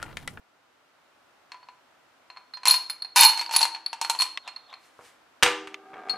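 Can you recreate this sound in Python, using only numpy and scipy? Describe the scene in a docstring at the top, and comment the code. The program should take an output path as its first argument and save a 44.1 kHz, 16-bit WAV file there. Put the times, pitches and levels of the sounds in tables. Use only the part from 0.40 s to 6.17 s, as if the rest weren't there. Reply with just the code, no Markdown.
"""Over the steady hush of a small quiet room, filtered noise, a hand lifts a glass jar of marbles and rummages.
The marbles click (noise bursts), ring the glass and sound the air in the jar (damped modes); a funnel hums along.
Dry ticks, a scuff of skin on glass and the brush of a sleeve follow, as noise and impulses shaped by filters.
The chosen marble drops down a plastic tower with a clack (noise bursts and modes of the plastic),
then rolls out along the ramp towards the first funnel: random bumps that excite the resonances of the ramp."""
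import sys
import numpy as np
from scipy import signal
from scipy.fft import rfft, irfft, next_fast_len
from scipy.io import wavfile

SR = 44100
rng = np.random.default_rng(int(sys.argv[2]) if len(sys.argv) > 2 else 0)


def materialize(psi):
    """Save the field psi as 16-bit PCM at rate SR to the path in sys.argv[1].

    A 1-D psi becomes a single channel; in a 2-D psi each row is a channel.
    """
    bounded = np.clip(np.atleast_2d(psi).T, -1, 1)
    quanta = np.round(bounded * 32767).astype(np.int16)
    wavfile.write(sys.argv[1], SR, quanta)


N = 254456
TOP_HZ = 15300  # upper edge of the output
TIME = np.arange(N) / SR
RING_TIME = TIME[:SR * 2 // 3]
CRACK_TIME = TIME[:4096]


def undb(db):
    """Amplitude ratio: 20 dB is a factor of ten."""
    return 10 ** (np.asarray(db) / 20)


def unit(x):
    """Normalisation of effective value: rms 1."""
    return x / np.sqrt(np.mean(x ** 2))


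def swell(curve):
    """Amplitude envelope: gain interpolated in (time [s], level [dB]), silent outside the rows."""
    s, db = np.transpose(curve)
    return undb(np.interp(TIME, s, db)) * (TIME >= s[0]) * (TIME <= s[-1])


def stroke(s, length, db, rise_db_per_s, fall_db_per_s):
    """Exponential growth and decay: one movement swells up to time s, holds for its length and dies away."""
    before = np.maximum(s - TIME, 0)
    after = np.maximum(TIME - s - length, 0)
    return undb(db - rise_db_per_s * before - fall_db_per_s * after)


def fade(t, t60):
    """Exponential decay: 60 dB down after t60."""
    return np.exp(-np.log(1000) * t / max(t60, 1e-4))


def colour(x, points, tilt_db=0, tilt_hz=1000):
    """Minimum-phase filtering through (frequency [Hz], level [dB]); white noise keeps its power.

    The tilt, in dB per octave, acts above tilt_hz."""
    size = next_fast_len(x.shape[-1], True)
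    size += size % 2
    hz, db = np.transpose(points)
    octave = np.log2(np.maximum(np.fft.rfftfreq(size, 1 / SR), 1))
    shape_db = np.interp(octave, np.log2(hz), db)
    shape_db = shape_db + tilt_db * np.maximum(octave - np.log2(tilt_hz), 0)
    gain = unit(undb(shape_db))
    # folding the cepstrum onto positive times makes the filter causal
    cepstrum = irfft(np.log(gain))
    cepstrum[1:size // 2] *= 2
    cepstrum[size // 2 + 1:] = 0
    response = np.exp(rfft(cepstrum))
    return irfft(rfft(x, size) * response)[..., :x.shape[-1]]


def spread(x, width):
    """Level difference between channels: the same sound, with a small random imbalance."""
    side = width * rng.standard_normal()
    return np.array([x * (1 + side), x * (1 - side)])


def noise(size, width):
    """Partial coherence: white stereo noise, more alike on both sides the smaller the width."""
    mid, side = rng.standard_normal((2, size))
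    return np.array([mid + width * side, mid - width * side])


def ring(modes, scatter_db, detune, width):
    """Modal superposition: damped (frequency [Hz], level [dB], t60 [s]) sines, weighted anew at each call."""
    out = np.zeros((2, len(RING_TIME)))
    for hz, db, t60 in modes:
        t = RING_TIME[:int(max(t60, .01) * SR)]
        pitch, size, side = rng.standard_normal(3)
        wave = np.sin(2 * np.pi * hz * (1 + detune * pitch) * t) * fade(t, t60)
        gain = np.sign(side) * undb(db + scatter_db * size)
        out[:, :len(t)] += spread(gain * wave, width)
    return out


def crack(t60, tail_db, tail_t60, width):
    """Two-stage decay of a contact: a sharp burst and the short scatter of the parts it shakes."""
    decay = fade(CRACK_TIME, t60) + undb(tail_db) * fade(CRACK_TIME, tail_t60)
    return noise(len(CRACK_TIME), width) * decay


def impacts(per_s, scatter_db):
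    """Random point process: impulses of uneven size and either sign, rms 1."""
    sizes = undb(scatter_db * (2 * rng.random(N) - 1)) * np.sign(rng.standard_normal(N))
    return unit((rng.random(N) < per_s / SR) * sizes)


def add(out, s, sound):
    """Linear superposition: mix a sound in at time s."""
    start = int(s * SR)
    out[:, start:start + sound.shape[1]] += sound[:, :max(N - start, 0)]


def sound_through(x, response):
    """Convolution: pass a sound through a stereo impulse response of unit energy per channel on average."""
    response = response / np.sqrt(np.sum(response ** 2) / 2)
    return signal.fftconvolve(x, response, axes=1)[:, :N]


def small_body(x, edge_hz=540):
    """Radiation efficiency: a small object radiates little bass."""
    return signal.sosfilt(signal.butter(2, edge_hz, "high", fs=SR, output="sos"), x)


# spectrum of the room air: (frequency [Hz], relative density [dB])
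HUSH_COLOUR = [(18, -46), (30, -23.5), (138, -12.5), (199, -14), (265, -6), (345, -7), (425, -9),
               (583, -4.5), (798, -3.5), (1210, -4.5), (1310, -2.5), (1750, -8.5), (3960, -17),
               (4400, -18.5), (15900, -34.5)]
# level of the room air before stereo shaping: (time [s], level [dB])
HUSH_LEVEL = [(0, -66), (.9, -62.5), (5.77, -61.5)]


def room_hush():
    """Stationary broadband noise: filtered, slowly varying room air."""
    return colour(noise(N, width=0.82), HUSH_COLOUR) * swell(HUSH_LEVEL)


# how far the fingers reach into the jar's mouth: (time [s], share [0-1])
REACH_SHARE = [(2.5, 0.29), (2.65, 0.69), (3.0, 0.82), (3.25, 0.89), (3.7, .75), (3.82, 0.05)]
# the jar open, and with the fingers right in: they lower its note and let it ring longer
OPEN_HZ, OPEN_T60_S, COVERED_HZ, COVERED_T60_S = 1043.6, 0.026, 889.8, .11


def jar_air(s):
    """Cavity resonance: pitch and t60 of the air in the jar at time s, set by the fingers in its mouth."""
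    reach = np.clip(np.interp(s, *np.transpose(REACH_SHARE)), 0, 1)
    hz = OPEN_HZ + reach * (COVERED_HZ - OPEN_HZ)
    t60 = OPEN_T60_S + reach * (COVERED_T60_S - OPEN_T60_S)
    return hz, t60


# the clearer knocks of the marbles; those lying against the glass shift and damp its ring:
# (time [s], relative force [dB], relative wall ring [dB], nominal ring pitch [Hz], ring t60 [s])
JAR_KNOCKS = [(1.119, -42.5, -38.5, 4296, 0.04), (1.144, -51, -56.5, 4340, 0.2),
              (1.229, -56, -54, 4390, 0.11), (1.287, -49.5, -53.5, 4280, 0.064),
              (1.901, -47.5, -45, 4220, 0.047), (1.963, -57.5, -50.5, 4310, 0.081),
              (1.971, -47.5, -48, 4250, 0.077), (2.137, -48.5, -33.5, 4230, 0.13),
              (2.172, -45.5, -47, 4230, 0.072), (2.233, -42, -40.5, 4227, 0.033),
              (2.255, -25, -18.5, 4196, .06), (2.264, -28, -21, 4230, 0.03),
              (2.273, -21.5, -22.5, 4170, 0.13), (2.281, -32.5, -9, 4225, 0.041),
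              (2.294, -32, -16.5, 4153, .04), (2.3, -25.5, -24, 4450, 0.081),
              (2.309, -25.5, -9.5, 4255, 0.056), (2.341, -29.5, -24, 4360, 0.082),
              (2.361, -41.5, -23.5, 4270, 0.086), (2.498, -36, -21, 4255, 0.095),
              (2.621, -47, -24, 4290, 0.034), (2.647, -45.5, -32.5, 4260, 0.064),
              (2.76, -21, -17, 4320, 0.029), (2.774, -36, -13, 4284, 0.036),
              (2.793, -22.5, -18.5, 4240, 0.041), (2.809, -25.5, -4, 4370, 0.025),
              (2.819, -19.5, -18, 4250, 0.1), (2.833, -13.5, -13.5, 4404, 0.08),
              (2.85, -24.5, -1.5, 4316, 0.017), (2.857, -35.5, -12, 4257, .12),
              (2.897, -30.5, -21, 4376, .07), (2.932, -37.5, -35, 4260, 0.042),
              (2.975, -32, -25, 4300, 0.04), (2.993, -34.5, -26.5, 4310, 0.065),
              (3.012, -32, -37, 4400, 0.024), (3.025, -41.5, -31.5, 4510, 0.071),
              (3.062, -43, -27, 4560, 0.016), (3.093, -39.5, -53, 4260, 0.13),
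              (3.111, -32.5, -37, 4340, 0.16), (3.139, -32.5, -29, 4345, 0.13),
              (3.149, -35, -20.5, 4520, 0.022), (3.163, -20, -6, 4416, 0.029),
              (3.19, -44, -14.5, 4180, 0.027), (3.208, -29, -24.5, 4060, 0.051),
              (3.215, -25.5, -23, 4490, 0.052), (3.229, -24, -14, 4310, 0.033),
              (3.244, -37, -16, 4240, 0.019), (3.253, -29, -31.5, 4200, .08),
              (3.348, -41, -31, 4360, 0.037), (3.362, -43.5, -46, 4240, 0.052),
              (3.462, -43, -18.5, 4410, 0.019), (3.53, -34.5, -33, 4300, 0.036),
              (3.614, -27, -28, 4200, 0.022), (3.623, -47, -28, 4290, 0.11),
              (3.648, -33.5, -28.5, 4280, 0.074), (3.698, -22.5, -20.5, 4190, 0.032),
              (3.749, -36.5, -34.5, 4290, 0.043), (3.789, -46, -17.5, 4360, 0.031),
              (3.799, -32.5, -26, 4260, 0.11), (3.807, -30, -18, 4253, 0.062),
              (3.82, -24.5, -24.5, 4340, 0.076), (3.854, -43, -45, 4220, 0.23),
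              (4.077, -38, -40.5, 4205, 0.081), (4.085, -44, -41, 4250, 0.1),
              (4.162, -48, -34, 4275, 0.047), (4.328, -48.5, -56, 4240, .06),
              (4.339, -48.5, -37, 4240, 0.035), (5.696, -36, -25.5, 4313, 0.12)]
# glass modes next to the main ring: (frequency [Hz], relative level [dB], t60 [multiple of the ring's])
GLASS_MODES = [(3660, -15.5, 1.0), (4210, -16.5, 1.1), (4175, -13.5, 1.2), (4370, -17.5, 1.3),
               (4390, -17, 1.0), (4500, -23, 1.0), (4850, -17.5, 1.2), (5250, -27, 1.0)]
# higher glass modes: (frequency [Hz], relative level [dB], t60 [multiple, further damped in a knock])
GLASS_OVERTONES = [(10035, -6, 1.0), (10148, -3, 1.2), (10213, -5, 1.2), (12280, -11, .9),
                   (13420, -21, 1.0), (13680, -16, 1.2), (14480, -16, .9)]
# spectrum of glass on glass: (frequency [Hz], relative level [dB])
GLASS_CLICK_COLOUR = [(40, -47), (150, -40), (300, -25.5), (500, -36), (750, 4), (1150, 3), (1900, 2),
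                      (2600, 7.5), (3500, 0), (4700, 1), (6500, -1), (9000, -2.5), (11500, -13),
                      (14500, -23), (16000, -31)]
# a harder knock is a shorter contact: its click is brighter
NEUTRAL_FORCE_DB, TILT_DB_PER_OCTAVE_PER_DB, BRIGHTEST_TILT_DB = -29.5, .5, 3
OVERTONE_GROWTH = 1.966  # dB of overtones per dB of ring: they grow faster than the main ring
OVERTONE_T60_SHARE = 0.79  # the marbles damp the overtones sooner than the main ring
RING_RISE_S = 0.00083  # time constant: the ring takes a moment to spread round the wall
AIR_GROWTH = 0.81  # dB of the air's note per dB of force: even soft knocks sound it
AIR_LOSS = 0.53  # dB that the air's note loses per dB by which a knock favours the wall


def clinks(click_db=6.0, wall_db=5.0, overtone_db=8, air_db=-0.5, neighbours_db=-7):
    """Impact excitation: each knock clicks, rings the loaded, damped glass and sounds the air inside."""
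    out = np.zeros((2, N))
    rise = 1 - np.exp(-RING_TIME / RING_RISE_S)
    for s, force_db, ring_db, ring_hz, t60 in JAR_KNOCKS:
        contact = crack(t60=0.0036, tail_db=-4, tail_t60=0.064, width=0.41)
        tilt_db = min(TILT_DB_PER_OCTAVE_PER_DB * (force_db - NEUTRAL_FORCE_DB), BRIGHTEST_TILT_DB)
        click = colour(contact, GLASS_CLICK_COLOUR, tilt_db, tilt_hz=1850)
        add(out, s, undb(force_db + click_db) * click)

        neighbours = [(hz, db + neighbours_db, share * t60) for hz, db, share in GLASS_MODES]
        wall = ring([(ring_hz, 0, t60)] + neighbours, scatter_db=-3, detune=0.0012, width=0.39)
        add(out, s, undb(ring_db + wall_db) * rise * wall)

        high_modes = [(hz, db, OVERTONE_T60_SHARE * share * t60) for hz, db, share in GLASS_OVERTONES]
        overtones = ring(high_modes, scatter_db=3.5, detune=0.0063, width=0.4)
        add(out, s, undb(OVERTONE_GROWTH * ring_db + overtone_db) * rise * overtones)

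        air_hz, air_t60 = jar_air(s)
        note_db = AIR_GROWTH * force_db - AIR_LOSS * (ring_db - force_db) + air_db
        note = ring([(air_hz, 0, air_t60)], scatter_db=-2.0, detune=0.014, width=0.24)
        add(out, s, undb(note_db) * note)
    return out


# the nearest funnel's resonance: (frequency [Hz], relative level [dB], t60 [s])
FUNNEL_MODE = [(324.6, 0, 0.69)]


def sympathy(jar, hum_db=-25):
    """Sympathetic resonance: the rattle of the jar sets a funnel humming faintly."""
    return undb(hum_db) * sound_through(jar, ring(FUNNEL_MODE, scatter_db=0, detune=0, width=0))


# stirs of the fingers that set the marbles churning: (time [s], length [s], relative level [dB])
FINGER_STIRS = [(2.27, 0.065, -30.5), (2.763, .075, -16.5), (2.987, 0.007, -43), (3.124, .005, -32.5),
                (3.152, 0.053, -35.5), (3.623, 0.0023, -44.5), (3.698, 0.0037, -38), (3.793, 0.023, -39.5)]
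STIR_RISE_DB_PER_S, SETTLE_DB_PER_S = 4000, 300.5


def churn(click_db=-1, wall_db=-1, overtone_db=-5, air_db=-6):
    """Stochastic excitation: many small contacts between the larger knocks drive the same jar."""
    grains = impacts(per_s=700, scatter_db=5)
    stirs = [stroke(*row, STIR_RISE_DB_PER_S, SETTLE_DB_PER_S) for row in FINGER_STIRS]
    contacts = grains * sum(stirs)
    contact = crack(t60=0.0041, tail_db=-9.5, tail_t60=0.028, width=0.24)
    click = colour(contact, GLASS_CLICK_COLOUR, tilt_db=0.0)
    out = undb(click_db) * sound_through(contacts[None], click)
    for db, modes in [(wall_db, GLASS_MODES), (overtone_db, GLASS_OVERTONES)]:
        damped = [(hz, size, share * 0.098) for hz, size, share in modes]  # main ring t60 0.098 s
        glass = ring(damped, scatter_db=7.5, detune=0.00065, width=0.12)
        out = out + undb(db) * sound_through(contacts[None], glass)
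    # the air note depends on how deep the fingers are during each stir
    for (s, length, _), stir in zip(FINGER_STIRS, stirs):
        air_hz, air_t60 = jar_air(s + length / 2)
        cavity = ring([(air_hz, 0, air_t60)], scatter_db=0, detune=0, width=0)
        out = out + undb(air_db) * sound_through((grains * stir)[None], cavity)
    return out


# dry ticks right by the microphone: (time [s], relative level [dB])
DRY_TICKS = [(3.974, -20.5), (4.302, -47.5), (5.343, -27)]
# spectrum of a tick: (frequency [Hz], relative level [dB])
DRY_TICK_COLOUR = [(200, -48), (1100, -1.5), (1500, -9.5), (2000, 0.5), (2700, 0.5), (3600, -0.5),
                   (4400, -11), (7200, -22), (10000, -32), (16000, -44)]


def ticks():
    """Direct sound of short noise bursts, too close to wake the room."""
    out = np.zeros((2, N))
    for s, db in DRY_TICKS:
        add(out, s, undb(db) * crack(t60=0.005, tail_db=-7.0, tail_t60=0.031, width=0.85))
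    return colour(out, DRY_TICK_COLOUR)


# fingers scuff the glass as the jar is put aside: (time [s], length [s], relative level [dB])
SKIN_SCUFFS = [(4.04, 0.0061, -60.5), (4.07, .006, -46), (4.134, 0.12, -63.5), (4.297, 0.04, -52)]
# spectrum of skin on glass: (frequency [Hz], relative level [dB])
SKIN_COLOUR = [(200, -6.5), (500, 2), (750, 14.5), (1200, 10), (2600, -8), (3700, 12), (4600, -9),
               (9000, -26), (16000, -39)]
SCUFF_RISE_DB_PER_S, SCUFF_FALL_DB_PER_S = 700, 600


def scuffs():
    """Stick-slip friction: skin catches and slips on the glass in tiny steps, drawn as random impulses."""
    rubbing = sum(stroke(*row, SCUFF_RISE_DB_PER_S, SCUFF_FALL_DB_PER_S) for row in SKIN_SCUFFS)
    return colour(impacts(per_s=8400, scatter_db=10) * rubbing, SKIN_COLOUR)


# a sleeve brushes as the arm reaches up: (time [s], length [s], level [dB])
SLEEVE_BRUSHES = [(4.447, 0.0147, -60.5), (4.652, .02, -55)]
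# spectrum of the rustle: (frequency [Hz], relative level [dB])
RUSTLE_COLOUR = [(300, -10), (2000, 3), (4000, -5.5), (9000, -7), (12000, -14), (16000, -30)]
BRUSH_RISE_DB_PER_S, BRUSH_FALL_DB_PER_S = 224.5, 170


def sleeve_rustle():
    """Friction noise of cloth: filtered noise under the envelope of each brush."""
    brushing = sum(stroke(*row, BRUSH_RISE_DB_PER_S, BRUSH_FALL_DB_PER_S) for row in SLEEVE_BRUSHES)
    return colour(noise(N, width=0.86), RUSTLE_COLOUR) * brushing


# blows on the plastic track: (time [s], relative level [dB], treble tilt [dB per octave])
TRACK_BLOWS = [(4.59, -42, -21.5), (4.609, -48.5, -14.5), (5.026, -9, 0), (5.0315, -6, 3.5),
               (5.062, -15, -2), (5.077, -22, 1), (5.273, -36, -0.5), (5.454, -54, -18),
               (5.533, -41.5, -12), (5.54, -39, -8), (5.568, -46, -9), (5.635, -45.5, -9),
               (5.686, -40, -3.5)]
# modes of tower and funnel, the lowest a thud into the table: (frequency [Hz], relative level [dB], t60 [s])
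PLASTIC_MODES = [(84, 0.5, 0.016), (202, -24, 0.15), (312.5, -18.5, 1), (392, -24, 1), (486.2, -3.5, 0.27),
                 (977, -8, 0.19), (1191, -5.5, 0.3), (1340, -3, 0.14), (1690, -16, 0.088), (1810, -8, 0.14),
                 (1915, -4, 0.23), (2182, -19, 0.13), (2430, -21, .14), (2534, -9, 0.054), (2830, -23, 0.1),
                 (3110, -4, 0.038), (3280, -14, 0.1)]
# the dense, short ring of the plastic: (frequency [Hz], relative level [dB])
DENSE_PLASTIC_COLOUR = [(30, -49), (150, -23), (400, -21), (800, -6), (1300, 0.5), (2200, 2.5), (3200, -3),
                        (4500, -11.5), (8000, -16), (12000, -30), (16000, -40)]


def track_knocks(modes_db=-15, edge_hz=6000):
    """Impact on a modal body: a finger touches the tower; the marble lands in it, bounces, bumps onto the ramp."""
    out = np.zeros((2, N))
    body = undb(modes_db) * ring(PLASTIC_MODES, scatter_db=0.5, detune=0.00084, width=0.12)
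    for s, db, tilt_db in TRACK_BLOWS:
        blow = crack(t60=0.026, tail_db=-12.5, tail_t60=0.09, width=0.57)
        add(out, s, undb(db) * colour(blow, DENSE_PLASTIC_COLOUR, tilt_db, tilt_hz=610))
        # a dull blow leaves the high modes asleep
        softness_hz = min(edge_hz * undb(tilt_db), TOP_HZ)
        softness = signal.butter(2, softness_hz, fs=SR, output="sos")
        add(out, s, undb(db) * signal.sosfilt(softness, body))
    return out


# the rumble of the marble on the ramp: (frequency [Hz], relative level [dB])
RUMBLE_COLOUR = [(80, -42), (200, 7), (380, 14), (550, 3.5), (750, 21.5), (950, -1), (1220, 7.5),
                 (1800, -5), (3000, -3.5), (5000, -19), (10000, -27), (16000, -59)]
# resonances of the ramp: (frequency [Hz], relative level [dB], t60 [s])
RAMP_RESONANCES = [(400.4, -10.5, 0.24), (776, -9, 0.044), (1203, 3, 0.054), (1608, -4, 0.063),
                   (2266, -5, .02), (2940, -19, 0.02)]
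# the marble creeps out of the tower, then gathers speed evenly down the ramp
ROLL_STARTS_S, RAMP_STARTS_S = 5.2, 5.435
CREEP_M_PER_S, RAMP_M_PER_S2 = 0.044, 0.83
BUMPS_DB = -31  # drive at 1 m/s, ahead of the rumble and the resonances


def rolling(grain_db=-3, modes_db=-3):
    """Roughness excitation: tiny bumps shake the plastic in proportion to the marble's speed."""
    ramp_speed = RAMP_M_PER_S2 * np.maximum(TIME - RAMP_STARTS_S, 0)
    speed = (TIME >= ROLL_STARTS_S) * (CREEP_M_PER_S + ramp_speed)
    bumps = impacts(per_s=260, scatter_db=9) * speed * undb(BUMPS_DB)
    resonances = ring(RAMP_RESONANCES, scatter_db=0.5, detune=0.0009, width=0.095)
    body = undb(modes_db) * sound_through(bumps[None], resonances)
    rumble = undb(grain_db) * colour(bumps, RUMBLE_COLOUR)
    return small_body(rumble + body, edge_hz=120)


# the room's echo: (frequency [Hz], relative level [dB], t60 [s])
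ROOM_DECAY = [(100, -11.5, 0.53), (430, 1, 0.64), (930, 5, 0.41), (2560, 1.5, 0.42), (4970, -1.5, 0.42),
              (10100, 3, 0.25), (16000, -13.5, 0.35)]


def room(x, echo_db, width, gap_s=0.0013):
    """Diffuse reverberation: noise decays at a rate of its own in each band, after a short initial gap."""
    t = RING_TIME
    octave = np.log2(np.maximum(np.fft.rfftfreq(len(t), 1 / SR), 1))
    spectrum = rfft(noise(len(t), width))
    centres = np.log2([row[0] for row in ROOM_DECAY])
    echo = 0
    for (hz, db, t60), band in zip(ROOM_DECAY, np.eye(len(ROOM_DECAY))):
        band_noise = irfft(spectrum * np.interp(octave, centres, band), len(t))
        echo = echo + undb(db) * band_noise * fade(t, t60)
    onset = np.clip(t / gap_s - 1, 0, 1)
    return undb(echo_db) * sound_through(x, echo * onset)


def ports(x, apart):
    """Spatial coherence: two microphone ports close together, the side signal scaled by frequency."""
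    mid, side = (x[0] + x[1]) / 2, (x[0] - x[1]) / 2
    size = next_fast_len(N, True)
    hz, db = np.transpose(apart)
    log_hz = np.log(np.maximum(np.fft.rfftfreq(size, 1 / SR), 1))
    gain = undb(np.interp(log_hz, np.log(hz), db))
    side = irfft(rfft(side, size) * gain, size)[:N]
    return np.array([mid + side, mid - side])


# gain of the left-right difference for the objects: (frequency [Hz], gain [dB])
OBJECTS_APART = [(100, -13), (500, -34.5), (1000, -46), (2000, -18.5), (4000, -6), (8000, -6.5),
                 (16000, 2.5)]
# the same for the room air: (frequency [Hz], gain [dB])
HUSH_APART = [(60, -9), (110, -3.5), (200, -5.5), (380, 1), (700, -2.5), (1290, -4.5), (2380, 0.5),
              (4400, 0.5), (8120, 0.5), (15000, 3)]


def scene():
    """Superposition of fields: jar close by, track a little further off, over the hush of the room."""
    hush = room_hush()
    jar = small_body(clinks() + churn() + scuffs())
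    track = track_knocks() + rolling() + sympathy(jar)
    echoes = room(jar, echo_db=-10.5, width=0.71) + room(track, echo_db=-7.5, width=0.65)
    objects = jar + track + echoes + ticks() + sleeve_rustle()
    return ports(objects, OBJECTS_APART) + ports(hush, HUSH_APART)


def record(dry, lopsided=0.047):
    """Asymmetric saturation: loud peaks are rounded unevenly, adding a low thump; then the top is cut."""
    ceiling = .88
    rounded = ceiling * np.tanh(dry / ceiling)
    rounded = rounded + lopsided * rounded ** 4
    rounded = signal.sosfilt(signal.butter(2, 30, "high", fs=SR, output="sos"), rounded)
    return signal.sosfilt(signal.ellip(8, .2, 80, TOP_HZ, fs=SR, output="sos"), rounded)


dry = scene()
out = record(dry)
materialize(out)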